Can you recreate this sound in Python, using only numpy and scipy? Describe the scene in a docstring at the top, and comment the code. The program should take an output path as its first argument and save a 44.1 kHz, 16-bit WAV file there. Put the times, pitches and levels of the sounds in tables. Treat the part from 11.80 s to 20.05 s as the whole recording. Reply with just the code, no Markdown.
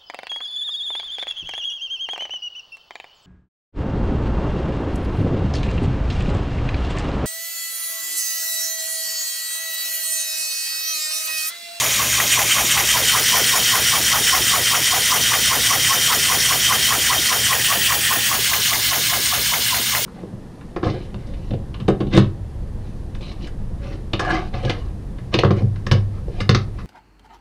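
"""A small compressed-air engine turns a plastic wheel five times a second, close to one hand-held microphone.
From the start to the end air hisses from the valve, as jet noise swelling with the crank angle. Each turn, air puffs
ring a short tube before the reversal; there the rod knocks modes and trapped air squirts; then a long tube, blown
by air, drops in pitch as the piston draws out, and the stand thuds. A motor hums in the room over a low rumble.
The colour of the hiss shifts near 1 s and twice around 6 s as the microphone drifts, and the rumble falls a little."""
import sys
import numpy as np
from scipy import signal
from scipy.io import wavfile
from scipy.ndimage import uniform_filter1d

SR = 44100
rng = np.random.default_rng(int(sys.argv[2]) if len(sys.argv) > 2 else 0)


def master_out(mix):
    """Clip the mix to full scale and print it as 16-bit PCM to the path in sys.argv[1]."""
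    frames = np.transpose(np.atleast_2d(mix))
    ceiling = np.clip(frames, -1, 1)
    pcm = np.round(ceiling * 32767).astype(np.int16)
    wavfile.write(sys.argv[1], SR, pcm)


N = 363825

# Turns of the crank. Each row: piston reversal in seconds, short-tube puff in dB, long-tube puff in dB,
# rod knock in dB and stand thud in dB, the last two being peaks before a fixed trim.
TURNS = [(0.033, -25, -29.5, -26, -39), (0.215, -24.5, -36, -21, -34), (0.402, -26.5, -34, -6.5, -32),
         (0.592, -26, -26.5, -10, -35), (0.783, -25.5, -26.5, -8.5, -28), (0.977, -26, -27, -8, -31),
         (1.169, -24, -26.5, -13, -26), (1.361, -22, -31, -13, -28), (1.557, -22.5, -27, -13, -26),
         (1.757, -24, -29, -14, -29), (1.953, -23.5, -28.5, -10, -42), (2.153, -23.5, -29.5, -13, -25),
         (2.353, -21, -27, -23, -25), (2.551, -23, -27.5, -11, -23), (2.751, -22.5, -26, -11, -35),
         (2.947, -22.5, -28, -6.5, -41), (3.144, -25.5, -25.5, -9, -30), (3.339, -21.5, -28, -14, -33),
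         (3.535, -24, -29, -7, -37), (3.731, -25, -26, -11, -24), (3.926, -24, -27, -14, -32),
         (4.127, -23, -31, -16, -32), (4.324, -20, -29, -12, -24), (4.521, -23.5, -29, -11, -25),
         (4.724, -25, -30.5, -10.5, -36), (4.925, -21, -29, -7.5, -33), (5.125, -23.5, -27, -9, -25),
         (5.328, -22.5, -27.5, -9, -29), (5.528, -23, -28.5, -10, -32), (5.729, -23, -30, -6, -32),
         (5.925, -24, -27.5, -10.5, -26), (6.123, -24, -29.5, -12, -40), (6.327, -24.5, -29, -12, -25),
         (6.529, -25.5, -28, -12, -37), (6.734, -28, -31.5, -8, -41), (6.932, -28.5, -30.5, -11, -44),
         (7.132, -31, -28, -9.5, -29), (7.335, -28, -29.5, -10, -41), (7.538, -27.5, -30, -17, -34),
         (7.737, -31, -30.5, -8.5, -31), (7.945, -28, -32, -10, -28), (8.151, -29, -29, -7.5, -39)]
# Valve stages: exhaust port open, flow cut off before the reversal, surge as the port narrows, surge half a turn
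# away, last rush at the reversal, pressure on the seal, flow cut off again. Each row: centre, rise and fall in
# shares of a turn, then what it adds to exhaust rush, steady flow and seal leak as factors.
VALVE_STAGES = [(0.68, 0.13, 0.099, 0.87, 0.016, 0.2), (0.96, 0.035, 0.037, -0.027, -0.67, 0.083),
                (.86, .05, .05, 0.13, 0.37, 0.033), (0.466, 0.053, .06, -0.043, 0.11, 0),
                (.005, 0.026, .05, 0.058, 0.062, 0.11), (0.067, 0.086, 0.21, -0.017, -0.39, 0.83),
                (.26, 0.063, 0.09, -0.044, -0.76, 0.14)]
# Lift of the hiss by one unit of each part. Each row: frequency in Hz, rush in dB, flow in dB, leak in dB.
HISS_LIFT = [(900, -4, -3, 7.5), (1410, 7, -1, 6), (1960, 3, 5.5, 4.5), (2650, 4.5, 2, 1),
             (3020, 7.5, 1, -2), (3420, 2, 1.5, -1), (4170, 0.5, 3.5, -0.5), (5060, 0.5, 3.5, 1),
             (5500, -1, 5, 0), (5700, 1, 4.5, 0.5), (6600, 1.5, 2.5, 3), (8460, 5.5, 1, -4),
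             (10200, -0.5, 1, 5), (13000, 1, 0.5, 4.5), (15500, 0, 0, 3.5)]
# Air supply. Each row: time in seconds, hiss level in dB, force of the exhaust rush as a factor.
AIR_SUPPLY = [(0, -16.5, 0.57), (.2, -18, 0.61), (.55, -17, 1.6), (1, -17, 1.5), (1.6, -16.5, 0.94),
              (2.3, -17, 1.07), (3, -17.5, 0.95), (3.8, -17.5, 1.1), (4.6, -17, 0.9), (5.4, -18, 0.88),
              (5.9, -16.5, 1.26), (6.6, -17, 0.94), (7.4, -17.5, 0.9), (8.25, -18.5, 0.5)]
# Microphone drift past nearby surfaces. Each row: time in seconds, number of the standpoint.
MIC_DRIFT = [(0, 0), (.9, 0), (1.3, 1), (5.5, 1), (6, 2), (6.4, 2), (6.75, 3), (8.25, 3)]
# Broad hiss colour, one table a standpoint. Each row: frequency in Hz, relative density in dB per Hz.
STANDPOINT_SLOPES = [
    [(240, -41), (400, -8), (839, -6.5), (1070, -5.5), (1380, -6.5), (2090, -4), (2400, -2.5), (3160, 0),
     (5030, -7.5), (5690, -0.5), (10400, -8), (12300, -10), (16000, -11)],
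    [(240, -45), (400, -8.5), (865, -8), (1010, -7.5), (2120, -3.5), (2880, -3), (3160, 0), (4050, -5.5),
     (5690, -4), (9760, -4.5), (10500, -11.5), (15000, -7.5), (16000, -15)],
    [(240, -45), (400, -10), (893, -10.5), (1930, -7), (2250, -7), (2840, -0.5), (3420, 0.5), (3870, -6),
     (6640, -6.5), (9180, -5.5), (10700, -10), (15000, -8.5), (16000, -4.5)],
    [(240, -46), (400, -12.5), (1130, -8), (1680, -5.5), (1840, -11), (2090, -0.5), (2550, -8), (3260, 1),
     (4800, -4), (6850, -6.5), (10400, -9), (15000, -6.5), (16000, -5.5)],
]
# Hiss resonances, one table a standpoint. Each row: frequency in Hz, width in Hz, mean relative level in dB.
STANDPOINT_RINGS = [
    [(2100, 140, -1.5), (3150, 280, -0.5), (3720, 82, 2), (4300, 57, -6), (4740, 88, -2.5), (5780, 210, -2),
     (7030, 160, 3), (8670, 200, -3), (9100, 150, -3), (10000, 71, -7), (10800, 230, -19), (12000, 480, -6),
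     (12700, 210, -4), (15200, 210, -4)],
    [(2020, 260, -11.5), (3180, 255, 4), (3764, 250, -0.5), (4308, 107, -2), (5497, 140, 0.5),
     (5880, 160, 0.5), (6330, 240, -11.5), (6920, 140, -2.5), (8630, 180, -3), (9950, 84, -4.5),
     (10850, 250, -8), (11400, 140, -8), (11700, 330, -10.5), (14800, 260, -15), (15500, 220, -5)],
    [(1900, 410, -6), (3430, 490, -7.5), (4590, 160, -6.5), (5850, 65, -5), (6540, 88, -1), (6930, 37, 0),
     (8110, 85, -12), (8500, 110, -13), (9000, 200, -3), (10600, 27, -14), (11800, 210, -10),
     (15500, 140, 4)],
    [(1710, 110, -5), (2090, 190, -4.5), (2940, 400, 0.5), (3760, 300, -2.5), (4180, 130, 3.5),
     (5100, 140, -7), (6300, 280, 0.5), (6870, 400, -4), (8200, 340, -4), (8830, 200, -2), (9560, 300, -5),
     (11250, 120, -9), (12800, 200, -5), (14100, 300, -6), (15400, 700, -2.5)],
]
# Narrow dips in the hiss colour. Each row: frequency in Hz, width in Hz, depth in dB.
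HISS_DIPS = [(550, 76, -1.5), (1360, 58, -1), (4090, 124, -2.5), (4820, 250, -0.5), (6280, 120, -2),
             (7650, 330, -2), (10500, 350, -2.5)]
# Puffs into each tube. Each row: centre, rise and fall in shares of a turn, level in dB against the turn's puff.
SHORT_TUBE_PUFFS = [(0.855, .07, 0.052, -8), (0.94, 0.047, 0.054, 3), (0.024, .02, 0.12, -2.5)]
LONG_TUBE_PUFFS = [(.98, 0.039, 0.041, -4.5), (0.17, .11, 0.058, -1), (.31, .07, 0.1, -8),
                   (0.96, 0.22, .12, -21)]
# Modes of the rod and of the stand. Each row: frequency in Hz before detuning, relative level in dB, t60 in seconds.
ROD_MODES = [(1028, -7, 0.28), (1450, 0, 0.033), (2090, 5, .04), (3040, 4, 0.027), (4230, -9, .02)]
STAND_MODES = [(275, 5, 0.032), (354, 3.5, 0.037), (530, -14, .04)]
# Room drones. Each row: frequency in Hz, width of the first resonator in Hz, level in dB rms.
ROOM_DRONES = [(64.7, 7.5, -44), (72.3, 7.6, -52), (86, 5.7, -51), (146.8, 12, -49), (156.6, 5.4, -50.5),
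               (204, 16, -50), (313.1, 5.7, -51.5)]
# Steady motor tones. Each row: frequency in Hz, level in dB rms.
MOTOR_TONES = [(109.6, -51), (119.9, -41.5), (239.8, -53.5)]
# Low rumble. Each row: frequency in Hz, relative density in dB per Hz.
RUMBLE_SPECTRUM = [(15, -44), (25, -19), (49, -14), (118, 1), (136, -3), (168, -4.5), (233, -3.5),
                   (356, -12.5), (500, -39), (650, -57), (1100, -120)]

FLOW_OPEN = 0.89  # steady flow between stages, a factor
SHORT_HZ, SHORT_WIDTH_HZ = (1075, 1180), (155, 290)  # before and after the reversal
LONG_HZ, LONG_WIDTH_HZ = (749, 387), (200, 240)  # piston in, piston drawn out
# shares of a turn: leaves the first pitch, arrives at the second, starts back, is back
SHORT_CHANGE, LONG_CHANGE = (0, .06, .3, .75), (.17, .3, .55, .82)
SHORT_REST_DB, LONG_REST_DB = -40, -21.5  # against the turn's puff
KNOCK_LAG_S, THUD_LAG_S, THUD_SCATTER_S = -0.001005, .049, 0.00893
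RUMBLE_DB = -40
EDGE_HZ = 15760


def hiss(t):
    """Jet noise, swelling with the valve and coloured by where the microphone stands."""
    white = rng.standard_normal(N)
    swelling = shaped(white, size=256, gain=valve_swell)
    jet = shaped(swelling, size=1024, gain=standpoint)
    s, level_db, _ = np.transpose(AIR_SUPPLY)
    return evened(jet) * gain_of(np.interp(t, s, level_db))


def valve_swell(t, hz, patchy_db=1.05, flicker_db=0.45):
    """Valve stages lift parts of the hiss spectrum; eddies add patches and a wide flicker."""
    rush, flow, leak = sum(np.outer(row[3:], stage(t, *row[:3])) for row in VALVE_STAGES)
    s, _, force = np.transpose(AIR_SUPPLY)
    parts = rush * np.interp(t, s, force), FLOW_OPEN + flow, leak
    lift_db = sum(np.outer(db, part) for db, part in zip(read(HISS_LIFT, hz), parts))
    patches_db = patchy_db * lumps(lift_db.shape, (8, 8))
    wide_db = flicker_db * lumps(len(t), (3,))
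    return gain_of(lift_db + patches_db + wide_db)


def standpoint(t, hz, slope_db=-0.5, ripple_db=2.0, swell_db=2.0, wobble=0.005):
    """Slope plus resonances of each standpoint, with fine room ripple, blended as the microphone drifts."""
    place = np.interp(t, *np.transpose(MIC_DRIFT))
    level_db = np.zeros((len(hz), len(t)))
    for k, (slope, rings) in enumerate(zip(STANDPOINT_SLOPES, STANDPOINT_RINGS)):
        weight = np.clip(1 - abs(place - k), 0, 1)
        near = weight > 0
        slope_power = gain_of(2 * (read(slope, hz)[0] + slope_db))
        power = slope_power[:, None] * np.ones(near.sum())
        for ring_hz, width_hz, db in rings:  # each resonance swells and wavers at random
            swell, waver = lumps((2, len(t)), (1, 9))[:, near]
            off = 2 * (hz[:, None] - ring_hz * (1 + wobble * waver)) / width_hz
            power = power + gain_of(2 * (db + swell_db * swell)) / (1 + off ** 2) ** 2
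        room_db = ripple_db * lumps(len(hz), (2,))[:, None]
        colour_db = 10 * np.log10(power / power.mean()) + room_db
        level_db[:, near] += weight[near] * colour_db
    dips_db = sum(db * np.exp(-((hz - dip_hz) / width_hz) ** 2) for dip_hz, width_hz, db in HISS_DIPS)
    return gain_of(level_db + dips_db[:, None])


def tube(t, ends_hz, widths_hz, change, puffs, rest_db, column, hold_s, waver, sputter_db=1.5, steadiness=0.2):
    """Sputtering air blows a tube; narrow and wide resonances are mixed to give its changing width."""
    moved = np.interp(crank(t), np.sort(change), (0, 1, 1, 0))
    hz, width_hz = (a + (b - a) * moved for a, b in (ends_hz, widths_hz))
    hz = hz * (1 + waver * lumps(N, (900,)))  # the pitch wavers at random
    air = rng.standard_normal(N) * gain_of(sputter_db * lumps(N, (150,)))
    narrow, wide = (evened(resonate(resonate(air, hz, w), hz, 2 * w)) for w in (110, 320))
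    share = np.clip((width_hz - 110) / 210, 0, 1)
    tone = evened((1 - share) * narrow + share * wide)
    # a blown tube holds its own strength
    local_power = uniform_filter1d(tone ** 2, size=500)
    tone = tone / (local_power + .05) ** np.clip(steadiness, 0, .5)
    swell = gain_of(rest_db) + sum(gain_of(db) * stage(t, *when) for *when, db in puffs)
    # each turn's level holds until hold_s after its reversal
    rows = np.transpose(TURNS)
    turn = np.clip(np.searchsorted(rows[0], t - hold_s), 0, len(TURNS) - 1)
    puff_db = uniform_filter1d(rows[column][turn], size=400)
    return evened(tone) * swell * gain_of(puff_db)


def blows(events, modes, contact_s, trim_db, low_hz):
    """Each blow is a short scrape that rings modes detuned every time; a high-pass keeps out bass below low_hz."""
    out, t = np.zeros(N + SR), np.arange(3000) / SR
    high_pass = signal.butter(3, low_hz, "high", fs=SR)
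    for s, peak_db in events:
        detune = rng.uniform(0.92, 1.05, len(modes))
        ring = sum(gain_of(db - 60 * t / t60_s) * np.sin(2 * np.pi * hz * k * t)
                   for (hz, db, t60_s), k in zip(modes, detune))
        scrape = (1 + 0.31 * rng.standard_normal(len(t))) * np.exp(-t / contact_s)
        struck = signal.oaconvolve(ring, scrape)[:len(t)]
        sound = signal.lfilter(*high_pass, struck)
        out[round(s * SR):][:len(t)] += gain_of(peak_db + trim_db) * sound / abs(sound).max()
    return out[:N]


def chuffs(events, rise_s=0.0043, fall_s=0.0059, from_hz=1200, to_hz=2700, width_hz=700, trim_db=-3.5):
    """Trapped air squirts out at each reversal, its pitch shooting up as the gap shuts."""
    out, t = np.zeros(N + SR), np.arange(1500) / SR
    swell = (1 - np.exp(-t / rise_s)) * np.exp(-t / fall_s)
    hz = to_hz + (from_hz - to_hz) * np.exp(-(t / .007) ** 2)
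    for s, peak_db in events:
        white = rng.standard_normal(len(t))
        air = resonate(resonate(white, hz, width_hz), hz, 2 * width_hz) * swell
        out[round((s - .002) * SR):][:len(t)] += gain_of(peak_db + trim_db) * air / abs(air).max()
    return out[:N]


def room_tone(t):
    """Low rumble and drones from filtered noise, motor tones from steady sines."""
    motor = sum(gain_of(db) * np.sqrt(2) * np.sin(2 * np.pi * hz * t) for hz, db in MOTOR_TONES)
    drones = 0
    for hz, width_hz, db in ROOM_DRONES:
        drone = resonate(resonate(rng.standard_normal(N), hz, width_hz), hz, 48)
        drones = drones + gain_of(db) * evened(drone)
    rumble = shaped(rng.standard_normal(N), size=4096,
                    gain=lambda t, hz: gain_of(read(RUMBLE_SPECTRUM, hz)[0])[:, None])
    # the microphone backs away from the stand
    rumble = rumble * gain_of(np.interp(t, (5.7, 6.8), (0, -2.5)))
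    return gain_of(RUMBLE_DB) * evened(rumble) + drones + motor


def crank(t):
    """Share of the turn at times t, 0 at the timed reversal."""
    s = np.transpose(TURNS)[0]
    s = np.r_[2 * s[0] - s[1], s, 2 * s[-1] - s[-2]]
    return np.interp(t, s, np.arange(len(s))) % 1


def stage(t, centre, rise, fall):
    """A swell of height 1 once a turn, peaking at the crank angle centre."""
    late = (crank(t) - centre + .5) % 1 - .5
    return np.exp(-(late / np.where(late < 0, rise, fall)) ** 2)


def resonate(x, hz, width_hz):
    """One-pole resonance: shifts the curve hz to zero, smooths, shifts back."""
    turn = np.exp(2j * np.pi * np.cumsum(hz * np.ones(len(x))) / SR)
    r = np.exp(-np.pi * width_hz / SR)
    return 2 * (turn * signal.lfilter([1 - r], [1, -r], x / turn)).real


def shaped(x, size, gain):
    """Multiplies the short-time spectrum of x by gain(t, hz)."""
    overlap = size - size // 4
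    hz, t, z = signal.stft(x, SR, nperseg=size, noverlap=overlap)
    return signal.istft(z * gain(t, hz), SR, nperseg=size, noverlap=overlap)[1][:N]


def lumps(shape, sizes):
    """Smooth chance of rms 1: noise averaged over sizes, one size an axis."""
    x = rng.standard_normal(shape)
    for axis, size in enumerate(sizes):
        x = uniform_filter1d(x, size=size, axis=axis)
    return evened(x)


def read(points, hz):
    """Each column of a spectrum table, joined on a log-frequency axis."""
    f, *columns = np.transpose(points)
    return [np.interp(np.log(hz + 1), np.log(f + 1), c) for c in columns]


def gain_of(db):
    """Amplitude factor of a level in dB."""
    return 10 ** (np.asarray(db) / 20)


def evened(x):
    """Scales x to rms 1."""
    return x / np.sqrt(np.mean(x ** 2) + 1e-20)


def scene():
    """All sources at one microphone, the same in both channels."""
    t = np.arange(N) / SR
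    short_tube = tube(t, SHORT_HZ, SHORT_WIDTH_HZ, SHORT_CHANGE, SHORT_TUBE_PUFFS, SHORT_REST_DB,
                      column=1, hold_s=.09, waver=0.032)
    long_tube = tube(t, LONG_HZ, LONG_WIDTH_HZ, LONG_CHANGE, LONG_TUBE_PUFFS, LONG_REST_DB,
                     column=2, hold_s=0.124, waver=0.04)
    s, _, _, knock_db, thud_db = np.transpose(TURNS)
    rod = np.c_[s + KNOCK_LAG_S, knock_db]
    stand = np.c_[s + THUD_LAG_S + THUD_SCATTER_S * rng.standard_normal(len(s)), thud_db]
    knocks = blows(rod, ROD_MODES, contact_s=0.0001, trim_db=-7, low_hz=910)
    thuds = blows(stand, STAND_MODES, contact_s=0.00066, trim_db=1.0, low_hz=199)
    mono = hiss(t) + short_tube + long_tube + knocks + chuffs(rod) + thuds + room_tone(t)
    return np.tile(mono, (2, 1))


def record(dry):
    """Band limit: a linear-phase low-pass at EDGE_HZ."""
    low_pass = signal.firwin(1023, EDGE_HZ, window=("kaiser", 9), fs=SR)
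    return signal.oaconvolve(dry, low_pass[None], "same")


dry = scene()
out = record(dry)
master_out(out)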